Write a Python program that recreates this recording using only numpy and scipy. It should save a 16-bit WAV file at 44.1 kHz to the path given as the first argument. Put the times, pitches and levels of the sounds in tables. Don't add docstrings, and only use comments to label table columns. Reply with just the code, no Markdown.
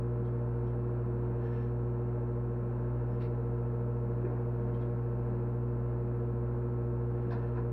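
import sys
import numpy as np
from scipy import signal
from scipy.fft import rfft, irfft, next_fast_len
from scipy.io import wavfile
from scipy.ndimage import map_coordinates

SR = 44100
rng = np.random.default_rng(int(sys.argv[2]) if len(sys.argv) > 2 else 0)


def wav_out(sig):
    wavfile.write(sys.argv[1], SR, np.round(np.clip(np.atleast_2d(sig).T, -1, 1) * 32767).astype(np.int16))


N = 340452

MAINS_HZ, FAN_HZ, WHINE_HZ, DRONE_HZ = 59.975, 58.25, 100.8, 226.6
SWELL_PERIOD_S, SWELL_CREST_S = 5.3, 1.45
SQUEAK_HZ = 5300
TOP_HZ = 15720

# order (multiple of the mains), mean_rms_db
HUM_HARMONICS = [(1, -42.5), (2, -34), (3, -68), (4, -47), (5, -67.5), (7, -65.5), (9, -63), (12, -69),
                 (13, -70), (14, -66), (15, -65), (16, -76), (17, -66), (18, -65.5), (19, -78), (20, -76.5),
                 (21, -71.5), (22, -66), (24, -77), (25, -76), (26, -76.5), (27, -82), (28, -81), (30, -83)]
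# order, mean_rms_db, swing_db (negative sinks as the others rise)
SWELLING_HARMONICS = [(6, -45, 1.26), (8, -52, -.5), (10, -59, -2)]
# order (multiple of the shaft rate), mean_rms_db
FAN_HARMONICS = [(1, -61.5), (2, -67), (7, -67), (8, -47.5)]
# order (multiple of its speed), mean_rms_db
WHINE_HARMONICS = [(1, -64), (2, -59), (6, -69)]
# order, mean_rms_db
DRONE_HARMONICS = [(1, -58), (2, -67.5)]
# frequency_hz, density_db
AIR_COLOUR = [(10, -11), (22, 1), (130, -1.5), (250, 4), (500, -2.5), (750, -3), (1080, -5), (1200, -12.5),
              (1700, -14.5), (1920, -22.5), (2600, -26.5), (3100, -40), (4300, -44.5), (6500, -59)]
# centre_hz, width_hz, lift_db
VENT_RESONANCES = [(176, 21, 7.5), (199.3, 28, 10), (299, 26, 6.5), (356, 50, 8), (456, 33, 10.5),
                   (597, 69, 8), (910, 83, 1.5), (1366, 240, 3.5), (2095, 60, 3.5), (2630, 30, 5),
                   (2790, 62, 6.5), (2935, 45, 2.5), (3080, 70, 5), (3540, 140, 2), (4020, 350, 3)]
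# start_s, level_db, ring_db, ring_hz, t60_s, rise_s
COUNTER_TAPS = [(.247, -67, -75, 3250, .17, .005), (.664, -74, -76, 3150, .24, .01),
                (.666, -76, -82, 5500, .14, .005), (4.735, -66, -69, 3100, .18, .008),
                (4.803, -65, -73, 3300, .22, .006)]
# frequency_hz, density_db
TAP_SPECTRUM = [(150, -18), (700, -5), (1500, 2), (2200, -1.5), (3300, -8), (3900, -6.5), (4500, -17),
                (5500, -15.5), (6200, -26.5), (15000, -38.5)]
# middle_s, length_s, level_db
FOOT_SCUFF = [(3.221, .027, -55), (3.254, .03, -61)]
# frequency_hz, density_db
SCUFF_SPECTRUM = [(200, -8.5), (600, 4.5), (900, 4), (1400, 3.5), (1900, 2.5), (2200, 3), (2400, -5),
                  (2800, -1), (3200, -15.5), (3600, -10), (3900, -7.5), (4700, -13), (5100, -20),
                  (5600, -17.5), (6200, -34.5), (15000, -30.5)]
# middle_s, length_s, level_db
BRUSHES = [(1.455, .11, -64.5), (1.585, .15, -61), (3.14, .11, -69), (3.37, .16, -76), (6.19, .1, -74.5),
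           (7.221, .12, -70), (7.45, .19, -67)]
# frequency_hz, density_db
BRUSH_SPECTRUM = [(200, -12), (800, 5), (1700, 2), (2200, -4), (3000, -9), (3600, -16.5), (4200, -18.5),
                  (4700, -26), (5600, -21.5), (7000, -33), (15000, -44)]
# centre_hz, width_hz, lift_db
RUBBED_RESONANCES = [(1756, 91, 10), (2660, 130, 6.5), (3130, 110, 5.5), (3920, 90, 5), (4200, 130, 6)]
# middle_s, length_s, level_db
SURFACE_SQUEAKS = [(1.46, .07, -90.5), (1.535, .06, -86.5), (1.625, .07, -87), (3.135, 0.05, -87.5)]
# start_s, level_db (before the low-pass), centre_hz, width_hz, t60_s
FLOOR_THUDS = [(4.24, -33, 355, 45, .32), (4.245, -54, 1650, 450, .22), (4.245, -63, 2450, 300, .25),
               (4.29, -47, 520, 400, .7), (4.345, -57, 1500, 600, .25), (7.555, -46, 345, 50, .25)]
# start_s, level_db, crack_db, t60_s, rise_s
CHAIR_KNOCKS = [(7.305, -43, -62.5, .16, .003), (7.319, -47, -70, .17, .003), (7.41, -52, -83, .2, .008),
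                (7.553, -47, -77, .22, .007), (7.569, -49, -84, .14, .004)]
# centre_hz, width_hz, relative_db
CHAIR_MODES = [(740, 150, 0), (976, 200, -0.5), (1490, 340, -7.5), (1760, 170, -10), (2130, 200, -19),
               (2540, 290, -22)]
# frequency_hz, density_db
CRACK_SPECTRUM = [(500, -10), (2800, -1), (3300, -3), (3900, 3), (4600, -2), (5400, -4.5), (5900, -15),
                  (7000, -23), (15000, -35.5)]
# frequency_hz, t60_s
ROOM_DECAY = [(200, 0.45), (2000, 0.26), (10000, 0.2)]
# frequency_hz, density_db
HISS_COLOUR = [(5000, -2), (7200, -4.5), (8200, -1), (15000, -2)]


def amp(db):
    return 10 ** (np.asarray(db) / 20)


def unit(x):
    return x / np.sqrt(np.mean(x ** 2) + 1e-20)


def clock():
    return np.arange(N) / SR


def along(points, hz):
    f, v = np.transpose(points)
    return np.interp(np.log(hz + 1), np.log(f + 1), v)


def wobble(rate):
    knots = rng.standard_normal(int(N * rate / SR) + 4)
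    coarse = clock()[::100]
    curve = map_coordinates(knots, [coarse * rate])
    return np.interp(clock(), coarse, curve)


def filtered(x, response):
    size = next_fast_len(N + SR // 2)
    gain = response(np.fft.rfftfreq(size, 1 / SR))
    return irfft(rfft(x, size) * gain, size)[:N]


def noise(colour):
    return unit(filtered(rng.standard_normal(N), lambda hz: amp(colour(hz))))


def bell(x, centre, width):
    return 2 ** -((2 * (x - centre) / width) ** 2)


def resonances(hz, rows):
    return sum(lift_db * bell(hz, centre, width) for centre, width, lift_db in rows)


def blow(start, t60, attack):
    t = np.maximum(clock() - start, 0)
    return (1 - np.exp(-t / attack)) * np.exp(-np.log(1000) * t / t60)


def strokes(rows):
    return sum(amp(db) * bell(clock(), middle, length) for middle, length, db in rows)


def tones(hz, orders, slip, waver_db):
    turns = hz * clock() + slip * wobble(1.5)
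    total = 0
    for order, db in orders:
        level = amp(db + waver_db * wobble(3))
        phase = 2 * np.pi * (order * turns + rng.random())
        total = total + level * np.sqrt(2) * np.sin(phase)
    return total


def ripple(hz, spacing_hz, depth_db):
    grid = np.arange(0, SR / 2, spacing_hz)
    return depth_db * np.interp(hz, grid, rng.standard_normal(len(grid)))


def kitchen(x):
    hz, t, z = signal.stft(rng.standard_normal(SR // 2), SR, nperseg=256)
    decay = np.exp(-np.log(1000) * t / along(ROOM_DECAY, hz)[:, None])
    tail = signal.istft(z * decay, SR, nperseg=256)[1]
    return signal.fftconvolve(x, tail / np.linalg.norm(tail))[:N]


def handling():
    def coloured(points):
        return noise(lambda hz: along(points, hz) + ripple(hz, spacing_hz=50, depth_db=2))

    clatter, sole = coloured(TAP_SPECTRUM), coloured(SCUFF_SPECTRUM)
    cloth = noise(lambda hz: along(BRUSH_SPECTRUM, hz) + resonances(hz, RUBBED_RESONANCES))
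    squeak_turns = SQUEAK_HZ * clock() + 0.12 * wobble(110)
    squeak = np.sqrt(2) * np.sin(2 * np.pi * squeak_turns)

    taps = 0
    for start, db, ring_db, ring_hz, t60, rise in COUNTER_TAPS:
        ring = noise(lambda hz: 50 * bell(hz, ring_hz, 500))
        taps = taps + blow(start, t60, attack=rise) * (amp(db) * clatter + amp(ring_db) * ring)
    scuff = strokes(FOOT_SCUFF) * sole
    rubbing = strokes(BRUSHES) * cloth + strokes(SURFACE_SQUEAKS) * squeak
    return (taps + scuff) * amp(1.2 * wobble(250)) + rubbing * amp(1.3 * wobble(70))


def thuds():
    def wood(centre, width):
        return noise(lambda hz: -20 * np.log10(1 + (np.sqrt(2) * (hz - centre) / width) ** 2))

    knocks = sum(amp(db) * blow(start, t60, attack=0.0082) * wood(centre, width)
                 for start, db, centre, width, t60 in FLOOR_THUDS)
    return filtered(knocks, lambda hz: 1 / (1 + (hz / 3200) ** 4))


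def chair():
    def frame(hz):
        power = sum(amp(db) ** 2 / (1 + (2 * (hz - centre) / width) ** 2) ** 2
                    for centre, width, db in CHAIR_MODES)
        return 10 * np.log10(power)

    body = noise(frame)
    joints = noise(lambda hz: along(CRACK_SPECTRUM, hz))
    return sum(blow(start, t60, attack=rise) * (amp(db) * body + amp(crack_db) * joints)
               for start, db, crack_db, t60, rise in CHAIR_KNOCKS)


def air():
    def colour(hz):
        case = along(AIR_COLOUR, hz) + resonances(hz, VENT_RESONANCES)
        walls = ripple(hz, spacing_hz=25, depth_db=2) * np.clip(hz / 2500, 0, 1)
        return case + walls

    rush = noise(colour)
    buzz = 1 + 0.18 * np.sin(2 * np.pi * 2 * MAINS_HZ * clock())
    return amp(-46.0 + 0.6 * wobble(4.3)) * rush * buzz


def motors():
    fan = tones(FAN_HZ, FAN_HARMONICS, slip=0.0021, waver_db=2.0)
    whine = tones(WHINE_HZ, WHINE_HARMONICS, slip=0.019, waver_db=0.5)
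    drone = tones(DRONE_HZ, DRONE_HARMONICS, slip=0.3, waver_db=3)
    return fan + whine + drone


def transformer():
    cycle = np.cos(2 * np.pi * (clock() - SWELL_CREST_S) / SWELL_PERIOD_S)
    swelling = [(order, db + swing_db * cycle) for order, db, swing_db in SWELLING_HARMONICS]
    low, high = HUM_HARMONICS[:4], HUM_HARMONICS[4:]
    return (tones(MAINS_HZ, low, slip=0.0014, waver_db=0.3)
            + tones(MAINS_HZ, swelling, slip=0.004, waver_db=0.3)
            + tones(MAINS_HZ, high, slip=0.003, waver_db=0.8))


def scene():
    moves = handling() + thuds() + chair()
    echo = amp(-5.5) * kitchen(moves)
    oven = air() + motors() + transformer()
    return (moves + echo + oven)[None]


def record(dry):
    hiss = amp(-82.5) * noise(lambda hz: along(HISS_COLOUR, hz))
    return filtered(dry[0] + hiss, lambda hz: hz < TOP_HZ)[None]


dry = scene()
out = record(dry)
wav_out(out)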